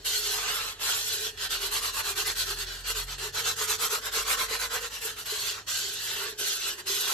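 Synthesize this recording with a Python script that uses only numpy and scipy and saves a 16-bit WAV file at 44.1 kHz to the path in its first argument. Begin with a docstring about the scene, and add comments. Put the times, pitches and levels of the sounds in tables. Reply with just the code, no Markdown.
"""In a workshop, sandpaper is rubbed along the cut rim of a glass bottle: long sweeps, quick strokes, long sweeps.
Random grain clicks excite the glass, whose hand-damped modes colour the rasp; its level follows the hand.
Friction also stirs the air in the bottle: narrow noise bands sound under the rasp, and jolts make the hollow ring.
Far off a motor, three sine harmonics, slowly gathers speed beside a fading steady tone; shaped noise is the air.
"""
import sys
import numpy as np
from scipy.fft import rfft, irfft, next_fast_len
from scipy.io import wavfile
from scipy.ndimage import map_coordinates

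SR = 44100
rng = np.random.default_rng(int(sys.argv[2]) if len(sys.argv) > 2 else 0)


def generate_wav(signal):
    """Clip the signal to [-1, 1] and save it as 16-bit WAV at the path in sys.argv[1]."""
    frames = np.transpose(np.atleast_2d(signal))
    scaled = np.clip(frames, -1, 1) * 32767
    pcm = np.round(scaled).astype(np.int16)
    wavfile.write(sys.argv[1], SR, pcm)


N = 314433
TIME = np.arange(N) / SR
SIZE = next_fast_len(N)
FREQS = np.maximum(np.arange(SIZE // 2 + 1) * SR / SIZE, 1)
FULL_SPEED_DB = -32   # rasp level that counts as full speed of the hand


def from_db(db):
    """Logarithmic level: decibels to amplitude gain."""
    return 10 ** (np.asarray(db) / 20)


def rms_one(x):
    """Power normalisation: scale to a mean square of one."""
    return x / np.sqrt(np.mean(np.abs(x) ** 2) + 1e-20)


def in_time(rows):
    """Linear interpolation: each column of a time table at every sample."""
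    s, *columns = np.transpose(rows)
    return [np.interp(TIME, s, column) for column in columns]


def over_hz(points):
    """Logarithmic frequency scale: a table joined by straight lines on that axis."""
    hz, value = np.transpose(points)
    return np.interp(np.log(FREQS), np.log(hz), value)


def drift(rate, size=8192):
    """Low-passed noise: random motion of spread 1, changing up to about rate times a second."""
    hz = np.arange(size // 2 + 1) * SR / N
    slow = irfft(rfft(rng.standard_normal(size)) / (1 + (hz / rate) ** 4), size)
    return np.interp(np.arange(N) * size / N, np.arange(size), rms_one(slow))


def below(hz, order):
    """Butterworth response: magnitude of a low-pass."""
    return 1 / np.sqrt(1 + (FREQS / hz) ** (2 * order))


def coloured(spectrum, gain):
    """Spectral shaping: sound of a spectrum under a gain curve, at unit power."""
    return rms_one(irfft(spectrum * gain, SIZE)[:, :N])


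def band(spectrum, hz, width_hz):
    """Lorentzian weighting: sound of one band of a spectrum."""
    offset = (2 * (FREQS - hz) / width_hz) ** 2
    return irfft(spectrum / (1 + offset ** 2), SIZE)[:, :N]


def swell(x, hz, width_hz, lift_db):
    """Time-varying resonance: raise or lower one band by a changing amount."""
    return x + (from_db(lift_db) - 1) * band(rfft(x, SIZE), hz, width_hz)


# likeness of the two channels: [f/Hz, correlation/1]
CHANNEL_LIKENESS = [(60, 0.89), (400, 0.96), (650, 1), (1100, 0.54), (1600, 0.44), (2250, 0.2),
                    (2900, 0.54), (4300, 0.29), (6300, 0.26), (9000, 0.12), (12600, 0.15)]
# lead of the left channel in the direct sound: [f/Hz, phase/rad]
LEFT_LEAD = [(100, 0.2), (780, 0.59), (1850, 0.79), (2220, 1.1), (2600, 0.19), (3300, 0.12), (6300, 0.7),
             (8000, 2.1), (12600, 3)]


def spread(sources):
    """Interaural coherence: one signal arrives directly, two unrelated ones are scattered, one to each side."""
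    direct, *scattered = rfft(sources, SIZE)
    alike = over_hz(CHANNEL_LIKENESS)
    direct_pair = np.array([direct, direct * np.exp(-1j * over_hz(LEFT_LEAD))])
    return np.sqrt(alike) * direct_pair + np.sqrt(1 - alike) * np.array(scattered)


# quick strokes, pull and push in turn, each lasting until the next:
# [start t/s, rasp level at the turn/dB, crest level/dB, place of the crest in the stroke/1,
#  bite relative to the rasp/dB, hiss relative to the rasp/dB, hollow level/dB]; the last three at full speed
STROKES = [(1.363, -56, -30, 0.72, -13.5, -8.5, -52), (1.489, -47, -29, 0.4, -13, -7.5, -53),
           (1.598, -40, -31, 0.42, -12, -6, -45.5), (1.704, -41, -29.5, 0.58, -8.0, -2.5, -49.5),
           (1.808, -41, -30, 0.43, -8.5, -5.5, -52), (1.923, -44.5, -32, 0.69, -5, -1.5, -53),
           (2.029, -42, -32.5, 0.58, -6, -3, -45.5), (2.149, -47.5, -29, 0.5, -9.5, -2.5, -46.5),
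           (2.245, -40, -29.5, 0.44, -6.5, -3, -48), (2.346, -44, -28.5, 0.64, -15, -5.5, -60),
           (2.455, -40.5, -31.5, 0.53, -11.5, -4.5, -45), (2.556, -43.5, -33.5, 0.66, -12.5, -7.5, -51),
           (2.658, -46, -37.5, 0.14, -11.5, -8.5, -52), (2.836, -48, -30, 0.63, -11, -6, -55),
           (2.941, -43, -31.5, 0.33, -10.5, -2.5, -49.5), (3.064, -53, -36, 0.48, -9, -5, -57),
           (3.176, -51, -33, 0.49, -8.5, -5.5, -43), (3.321, -56, -30.5, 0.6, -6, -3.5, -49),
           (3.435, -39.5, -27, 0.41, -10, -7.5, -46.5), (3.554, -48, -30, 0.61, -6, -1.5, -49),
           (3.669, -41, -28, 0.42, -9, -4, -45), (3.779, -44.5, -28.5, 0.6, -7.5, -5, -48.5),
           (3.892, -43, -29.5, 0.39, -5, -0.5, -42.5), (4.012, -50, -33.5, 0.63, -4, -4, -49),
           (4.11, -48, -27.5, 0.48, -9, -3.5, -47), (4.245, -43.5, -27, 0.67, -4.5, -3, -50),
           (4.367, -39, -29, 0.36, -3, -5, -51.5), (4.479, -44.5, -31.5, 0.57, -3, -5, -44),
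           (4.587, -42, -32, 0.4, -4.5, -2.5, -51.5), (4.693, -48, -32.5, 0.59, -1.5, -4, -42),
           (4.803, -44.0, -34.5, 0.52, -6.5, -7.5, -43.5), (4.895, -50, -36.5, 0.57, -10.5, -3, -59),
           (5.002, -48.5, -34.5, 0.37, -8, -1, -45), (5.156, -51, -39, 0.45, -8.5, -3, -51)]
STROKES_END_S, STROKES_END_DB = 5.247, -50


def in_quick_strokes():
    """Gating: true while the hand swings quickly."""
    return (TIME > STROKES[0][0]) & (TIME < STROKES_END_S)


def quick_strokes(rise_shape, fall_shape):
    """Reciprocating motion: the level in dB follows a warped half sine per stroke, leaning early or late."""
    start, turn_db, crest_db, crest_place, *shares = np.transpose(STROKES)
    turns = np.append(start, STROKES_END_S)
    crests = start + crest_place * np.diff(turns)
    marks = np.sort(np.append(turns, crests))
    # whole numbers are turns, halves are crests
    swing = np.interp(TIME, marks, np.arange(len(marks)) / 2)
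    nearest_turn = np.round(swing).astype(int)
    low_db = np.append(turn_db, STROKES_END_DB)[nearest_turn]
    high_db = crest_db.take(swing.astype(int), mode="clip")
    shape = np.where(swing % 1 < .5, rise_shape, fall_shape)
    speed = np.abs(np.sin(np.pi * swing)) ** shape
    rasp_db = low_db + (high_db - low_db) * speed
    return [rasp_db, *[np.interp(TIME, crests, db) for db in shares]]


# long sweeps; the grit catches faster than the hand slows, and the resting paper still whispers:
# [start t/s, end t/s, time to catch t/s, time to slow down t/s, whisper level around the start/dB]
LONG_SWEEPS = [(0.042, 0.755, 0.02, 0.059, -52.5), (0.786, 1.324, 0.036, 0.059, -50),
               (5.253, 5.642, 0.0066, 0.053, -46), (5.662, 6.349, 0.022, 0.06, -58.5),
               (6.373, 6.765, 0.025, 0.075, -51), (6.773, 6.83, 0.029, 0.057, -48.5),
               (6.853, 7.3, 0.03, .08, -53)]
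# speed of the hand in the sweeps, as the level of the rasp: [t/s, level/dB]
SWEEP_RASP = [(0.16, -30), (0.21, -33.5), (0.28, -30), (0.42, -33), (0.49, -29.5), (0.69, -35.5),
              (0.83, -30.5), (0.92, -27.5), (1.05, -34), (1.13, -29.5), (1.205, -34.5), (1.255, -31),
              (5.26, -40), (5.3, -33.5), (5.38, -36), (5.49, -30.5), (5.57, -42.5), (5.61, -43.5),
              (5.69, -31.5), (5.8, -31.5), (5.97, -36.5), (6.06, -33), (6.22, -33.5), (6.3, -36.5),
              (6.41, -30.5), (6.5, -29), (6.59, -35), (6.67, -30.5), (6.8, -33.5), (6.89, -29), (7.13, -29)]


def sweeps():
    """Sliding friction with start and stop: the grit catches, the hand runs on, slows and stops."""
    speed_db, = in_time(SWEEP_RASP)
    whisper_db = in_time(LONG_SWEEPS)[-1]
    moving = np.zeros(N)
    for start, end, catch_s, slow_s, _ in LONG_SWEEPS:
        catching = np.clip((TIME - start) / catch_s, 0, 1)
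        slowing = np.clip((end - TIME) / slow_s, 0, 1)
        moving += catching * slowing
    return 20 * np.log10(np.hypot(moving * from_db(speed_db), from_db(whisper_db)))


# the paper snags on the rim, and the rasp jumps for a moment: [t/s, lift of the level/dB]
PAPER_SNAGS = [(0.158, 3), (1.374, 8.5), (1.505, 5), (3.182, 6.5), (3.346, 4.5), (5.257, 2), (5.755, 3),
               (6.869, 2)]


def snags(decay_s):
    """Stick and release: a coarse grain catches at once and tears free, an exponentially dying lift in dB."""
    lift_db = np.zeros(N)
    for s, db in PAPER_SNAGS:
        lift_db += db * (TIME >= s) * np.exp(-np.clip((TIME - s) / decay_s, 0, 20))
    return lift_db


# pressure of the hand in the sweeps, as the coarse bite at full speed: [t/s, level relative to the rasp/dB]
SWEEP_BITE = [(0.06, -15.5), (0.17, -27), (0.36, -7.5), (0.85, -7), (1.12, -25), (1.35, -13.5),
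              (5.25, -8.5), (5.5, -16.5), (5.6, 0.5), (5.72, -19), (5.92, -26), (6.23, -7), (6.52, -24.5),
              (6.8, -7), (6.92, -25.5), (7.13, -7.5)]
# fine hiss in the sweeps at full speed: [t/s, level relative to the rasp/dB]
SWEEP_HISS = [(0.25, -3.5), (0.5, -8.5), (1.0, -4.5), (1.3, -7), (5.25, -2), (5.55, -5.5), (6.0, -6),
              (7.13, -5.5)]
# hollow in the sweeps at full speed, as the hand opens and covers the mouth: [t/s, level/dB]
SWEEP_RING = [(0.1, -53.5), (0.29, -48), (0.65, -56), (1.05, -56), (1.12, -49), (1.26, -47.5), (1.35, -47),
              (5.3, -59), (5.57, -51), (5.72, -78), (5.84, -50.5), (6.01, -58.5), (6.28, -42),
              (6.58, -57.5), (6.75, -49.5), (7.13, -50)]
# extra dB for each dB of rasp; in the quick strokes the hollow follows more, and dies at each turn
BITE_FOLLOWS, HISS_FOLLOWS = 0.18, 0.21
HOLLOW_FOLLOWS, TURN_FADES = 0.37, 0.28


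def hand():
    """Speed-dependent excitation: levels of rasp, bite, hiss and hollow, the last three rising with the rasp."""
    quick = in_quick_strokes()
    slow_levels = [sweeps(), *in_time(SWEEP_BITE), *in_time(SWEEP_HISS), *in_time(SWEEP_RING)]
    quick_levels = quick_strokes(rise_shape=0.59, fall_shape=0.78)
    rasp_db, bite_db, hiss_db, hollow_db = np.where(quick, quick_levels, slow_levels)
    rasp_db = rasp_db + snags(decay_s=0.0087)
    speed_db = rasp_db - FULL_SPEED_DB
    bite_db = bite_db + BITE_FOLLOWS * speed_db
    hiss_db = hiss_db + HISS_FOLLOWS * speed_db
    hollow_db = hollow_db + (HOLLOW_FOLLOWS + TURN_FADES * quick) * speed_db
    return rasp_db, bite_db, hiss_db, hollow_db


def grit(per_s, size_db):
    """Shot noise: thousands of grains a second catch and let go, a few much larger than the rest."""
    caught = rng.random(N) < per_s / SR
    sizes = from_db(size_db * np.minimum(rng.exponential(1, N), 5))
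    return caught * sizes * rng.choice([-1, 1], (3, N))


# spectrum of a light pass of grit on the glass: [f/Hz, relative level per Hz/dB]
LIGHT_GRIT = [(250, -25), (650, -12), (1050, -19), (1400, -6.5), (1800, -3.5), (2080, -7.5), (2380, -5.5),
              (2700, -1.5), (4500, -1), (6400, -2), (7950, -3.5), (8450, -5.5), (10000, -5.5),
              (11700, -3.5), (13200, -11.5)]
# spectrum of the coarse bite of a hard push: [f/Hz, relative level per Hz/dB]
COARSE_BITE = [(250, -22), (600, -9), (820, -8), (1050, -1), (1300, 1), (1600, -5.5), (2200, -7),
               (2700, -8), (3500, -19), (8000, -30)]
# glass modes, damped by the grip, and a notch between them: [f/Hz, width f/Hz, lift/dB]
GLASS_MODES = [(1025, 46, 0.5), (1150, 46, 2), (1530, 147, 5.5), (2025, 31, 6), (2800, 380, 2.5),
               (3100, 130, 2), (3270, 90, -3.5), (3390, 230, 4.5), (4017, 300, 4), (4290, 170, 4),
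               (4880, 110, 0.5), (12500, 820, 11)]


def sanding(rasp_db, bite_db, hiss_db, hiss_above_hz, bite_judder_db, hiss_flutter_db, bite_trim_db, hiss_trim_db):
    """Source and filter: grain clicks pass through the glass; a hard push adds bite, a light fast one hiss."""
    glass_db = sum(db / (1 + (2 * (FREQS - hz) / width) ** 2) for hz, width, db in GLASS_MODES)
    fine = spread(grit(per_s=26000, size_db=2.0)) * from_db(over_hz(LIGHT_GRIT) + glass_db)
    coarse = spread(grit(per_s=9000, size_db=1.75))
    bite = coloured(coarse, from_db(over_hz(COARSE_BITE) + glass_db))
    bite = bite * from_db(bite_db + bite_trim_db + bite_judder_db * drift(39))
    # the fine grit is split by power into rasp and hiss
    not_hiss = below(hiss_above_hz, order=16)
    rasp = coloured(fine, not_hiss)
    hiss = coloured(fine, np.sqrt(1 - not_hiss ** 2))
    hiss = hiss * from_db(hiss_db + hiss_trim_db + hiss_flutter_db * drift(22))
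    return (bite + rasp + hiss) * from_db(rasp_db)


# the fingers shift and free or damp two clear modes; the lower one: [t/s, extra lift/dB]
LOWER_MODE = [(0.2, 0), (0.5, 2.5), (1.05, -1.5), (1.5, 1.5), (2.6, -0.5), (3.15, 1.5), (3.5, -3.5),
              (4.6, -2), (5.3, 3.5), (5.88, -3.5), (6.15, 2.5), (6.5, -4), (6.75, 6), (6.92, -5),
              (7.1, 1.5)]
# and the higher one: [t/s, extra lift/dB]
HIGHER_MODE = [(0.15, 7), (0.45, -1), (0.9, 0), (1.5, 0.5), (2.6, 5), (3.1, 2.5), (3.7, -2), (4.5, -2),
               (5.0, -3), (5.45, 6.5), (5.95, 2), (6.3, 1), (7.0, -1.5)]
# sheen in a broad band near 6.6 kHz: [t/s, extra lift/dB]
TREBLE_SHEEN = [(0.3, 1.5), (0.6, -2.5), (1.12, 1.5), (1.45, -3), (2.05, 1.5), (2.75, -2), (3.55, 2.5),
                (4.25, 1), (4.4, -1), (4.62, 1), (5.2, 0.5), (5.8, 2), (6.15, -1.5), (6.53, 1), (7.1, 0)]
SLOW_DRAG_DB = 0.46   # extra dB near 1770 Hz for each dB that the hand slows
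LOOSE_GRIP_DB = 0.5   # in the sweeps a looser grip frees two more modes
# a band near 2240 Hz is weaker when there is little bite: mean lift at the middle bite, and dB for each dB of bite
BAND_DB, MIDDLE_BITE_DB, BAND_FOLLOWS = -2.5, -17, 0.22


def handled_glass(x, rasp_db, bite_db):
    """Variable modal damping: a slow drag lifts a low band, little bite weakens another, a loose grip frees modes."""
    slowing_db = np.clip(FULL_SPEED_DB - rasp_db, -3, 14)
    loose_db = LOOSE_GRIP_DB * ~in_quick_strokes()
    # this band also wanders at random
    bite_band_db = BAND_DB + BAND_FOLLOWS * (bite_db - MIDDLE_BITE_DB) + 3.1 * drift(27)
    x = swell(x, hz=1770, width_hz=360, lift_db=SLOW_DRAG_DB * slowing_db)
    x = swell(x, hz=1910, width_hz=510, lift_db=loose_db)
    x = swell(x, hz=3350, width_hz=380, lift_db=loose_db)
    x = swell(x, hz=2240, width_hz=480, lift_db=bite_band_db)
    x = swell(x, hz=2830, width_hz=340, lift_db=in_time(LOWER_MODE)[0])
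    x = swell(x, hz=4410, width_hz=260, lift_db=in_time(HIGHER_MODE)[0])
    return swell(x, hz=6560, width_hz=2200, lift_db=in_time(TREBLE_SHEEN)[0])


def flicker(x, lowest_hz, highest_hz, share, depth_db, rate, count):
    """Random band modulation: narrow treble bands flicker up and down at random."""
    spectrum = rfft(x, SIZE)
    for hz in np.geomspace(lowest_hz, highest_hz, count):
        x = x + (from_db(depth_db * drift(rate)) - 1) * band(spectrum, hz, share * hz)
    return x


def near_echoes(x, share, shortest_s, longest_s, wander_s, wander_rate, count):
    """Multipath interference: short echoes whose delays wander slowly at random and shift the colour."""
    out = x.copy()
    for delay_s in np.geomspace(shortest_s, longest_s, count):
        path_s = np.abs(delay_s + wander_s * drift(wander_rate))
        late = np.arange(N) - SR * path_s
        out += share * np.array([map_coordinates(side, [late], order=3) for side in x])
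    return out / np.sqrt(1 + count * share ** 2)


# balance of the rasp: [f/Hz, left minus right level/dB]
BALANCE = [(500, -1), (1100, -2.1), (4000, -0.5), (9500, -2), (12000, -0.2)]
# the bottle swings out to the left and back: [t/s, delay of the right channel t/s]
BOTTLE_SWING = [(0.1, 0), (0.65, 5e-5), (0.9, 6e-5), (1.4, 1e-5), (2.2, 0), (5.9, 0), (6.35, 4.5e-5),
                (6.9, 1.5e-5)]


def placed(x, trim_db):
    """Interaural level and time difference: the rasp leans right, reaching that side later on a left swing."""
    side_db = over_hz(BALANCE) * [[.5], [-.5]]
    left, right = irfft(rfft(x, SIZE) * from_db(trim_db + side_db), SIZE)[:, :N]
    delay_s, = in_time(BOTTLE_SWING)
    late = np.arange(N) - SR * delay_s
    return np.array([left, map_coordinates(right, [late], order=5)])


# pitch of the hollow, which shifts as the hand covers the mouth: [t/s, f/Hz]
HOLLOW_PITCH = [(0.2, 422), (0.45, 435), (0.7, 460), (0.95, 412), (1.27, 432), (1.72, 400), (1.82, 435),
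                (2.15, 398), (2.3, 412), (2.75, 402), (2.92, 455), (3.05, 415), (3.28, 412), (3.42, 450),
                (3.72, 428), (3.9, 450), (4.2, 435), (4.38, 470), (4.52, 450), (4.82, 485), (5.1, 445),
                (5.55, 405), (5.9, 402), (6.25, 422), (6.7, 385), (7.1, 405)]
GRIP_DAMPS_DB = 9   # in the quick strokes a tighter grip damps the narrow ring of the hollow


def hollow(level_db, width_hz, ring_hz, ring_width_hz, ring_db, side_db, trim_db, evenness):
    """Cavity resonance: friction stirs the air into a breathy band that follows the hand, with a narrow ring."""
    pitch, = in_time(HOLLOW_PITCH)

    def resonance(phase, width):
        """Narrow-band noise around a turning phase, its random swells partly levelled."""
        motion = drift(width / 2) + 1j * drift(width / 2)
        wave = (motion * np.exp(1j * phase)).real
        return rms_one(wave / (.5 + np.abs(motion) ** 2) ** evenness)

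    phase = 2 * np.pi * np.cumsum(pitch) / SR
    mid = resonance(phase, width_hz)
    side = resonance(phase, width_hz) * [[1], [-1]]
    core_db = ring_db - GRIP_DAMPS_DB * in_quick_strokes()
    core = from_db(core_db) * resonance(2 * np.pi * ring_hz * TIME, ring_width_hz)
    return from_db(level_db + trim_db) * (mid + core + from_db(side_db) * side)


# the bottle jolts in the grip: [t/s, level before the rise and decay/dB]
GRIP_JOLTS = [(1.262, -39), (1.672, -37), (2.898, -34), (3.383, -35), (3.61, -34), (3.928, -32),
              (4.172, -30), (4.509, -31), (4.753, -42), (5.051, -35), (5.323, -31.5), (6.412, -34),
              (6.898, -34)]


def jolts(rise_s, t60):
    """Free decay: each jolt sets the hollow ringing for a moment, at its pitch of that instant."""
    out = np.zeros(N)
    for s, db in GRIP_JOLTS:
        age = np.maximum(TIME - s, 0)
        hz = np.interp(s, *np.transpose(HOLLOW_PITCH))
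        decay = from_db(db - 60 * np.minimum(age / t60, 3))
        out += decay * (1 - np.exp(-age / rise_s)) * np.sin(2 * np.pi * hz * age)
    return out


# distant motor gathering speed: [t/s, fundamental f/Hz]
MOTOR_PITCH = [(0.0, 38.75), (1.35, 39.46), (4.15, 47.5), (6.5, 52.4)]
# its hum swells and fades, before the trim:
# [t/s, fundamental level/dB, second harmonic level/dB, third harmonic level/dB]
MOTOR_HARMONICS = [(0.0, -56.5, -62, -77), (0.55, -53, -68, -76), (1.1, -65, -62, -59),
                   (1.65, -49, -59, -70), (2.1, -55, -56.5, -66), (2.55, -45.5, -54, -55.5),
                   (2.78, -46.5, -55, -66), (3.05, -41, -56, -55.5), (3.55, -64, -53.5, -58),
                   (3.8, -66, -56, -77), (4.15, -50, -67, -81), (4.85, -53.5, -65, -68),
                   (5.75, -74, -59, -71), (6.35, -61, -62, -77), (6.9, -69, -84, -80)]


def motor(trim_db, waver_db):
    """Harmonic series: three low partials swell and fade as their pitch creeps up; the upper ones waver most."""
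    pitch, = in_time(MOTOR_PITCH)
    phase = 2 * np.pi * np.cumsum(pitch) / SR
    out = np.zeros(N)
    for k, db in enumerate(in_time(MOTOR_HARMONICS), 1):
        gain = np.sqrt(2) * from_db(db + trim_db + k * waver_db * drift(5))
        out += gain * np.sin(k * phase + rng.uniform(0, 2 * np.pi))
    return out


# a second hum, steady in pitch, that fades: [t/s, level/dB]
SECOND_HUM = [(1.8, -63.5), (3.6, -76)]


def steady_hum(hz):
    """Pure tone: one faint low sine that beats against the motor's second harmonic as that passes it."""
    level_db, = in_time(SECOND_HUM)
    return np.sqrt(2) * from_db(level_db) * np.sin(2 * np.pi * hz * TIME)


# spectrum of the workshop air: [f/Hz, relative level per Hz/dB]
AIR_SPECTRUM = [(20, -16), (40, 0), (80, 0.5), (130, -7), (220, -7), (400, -9), (1000, -11.5),
                (4000, -25.5), (13000, -34)]


def workshop_air(level_db):
    """Shaped broadband noise: a dull, wide background with the lowest rumble taken out."""
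    noise = spread(rng.standard_normal((3, N)))
    above_rumble = np.sqrt(1 - below(26, order=4) ** 2)
    return from_db(level_db) * coloured(noise, from_db(over_hz(AIR_SPECTRUM)) * above_rumble)


def scene():
    """Superposition: the bottle close by, the motor and the air of the workshop behind it."""
    rasp_db, bite_db, hiss_db, hollow_db = hand()
    paper = sanding(rasp_db, bite_db, hiss_db, hiss_above_hz=7810, bite_judder_db=1.0, hiss_flutter_db=2.0,
                    bite_trim_db=2.4, hiss_trim_db=0.14)
    paper = handled_glass(paper, rasp_db, bite_db)
    paper = flicker(paper, lowest_hz=2890, highest_hz=10960, share=0.07, depth_db=2.0, rate=13, count=13)
    paper = near_echoes(paper, share=0.25, shortest_s=0.0007046, longest_s=.0065,
                        wander_s=0.000176, wander_rate=2.85, count=5)
    paper = placed(paper, trim_db=-0.5)
    bottle = hollow(hollow_db, width_hz=83, ring_hz=422.6, ring_width_hz=11.0, ring_db=-5.5,
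                    side_db=-16.0, trim_db=-0.5, evenness=0.27)
    bottle = bottle + jolts(rise_s=0.0016, t60=0.11)
    background = motor(trim_db=-1.5, waver_db=0.25) + steady_hum(hz=90.5) + workshop_air(level_db=-57.5)
    return paper + bottle + background


def record(dry):
    """Band limitation: a steep low-pass cuts the top."""
    return irfft(rfft(dry, SIZE) * below(13060, order=160), SIZE)[:, :N]


dry = scene()
out = record(dry)
generate_wav(out)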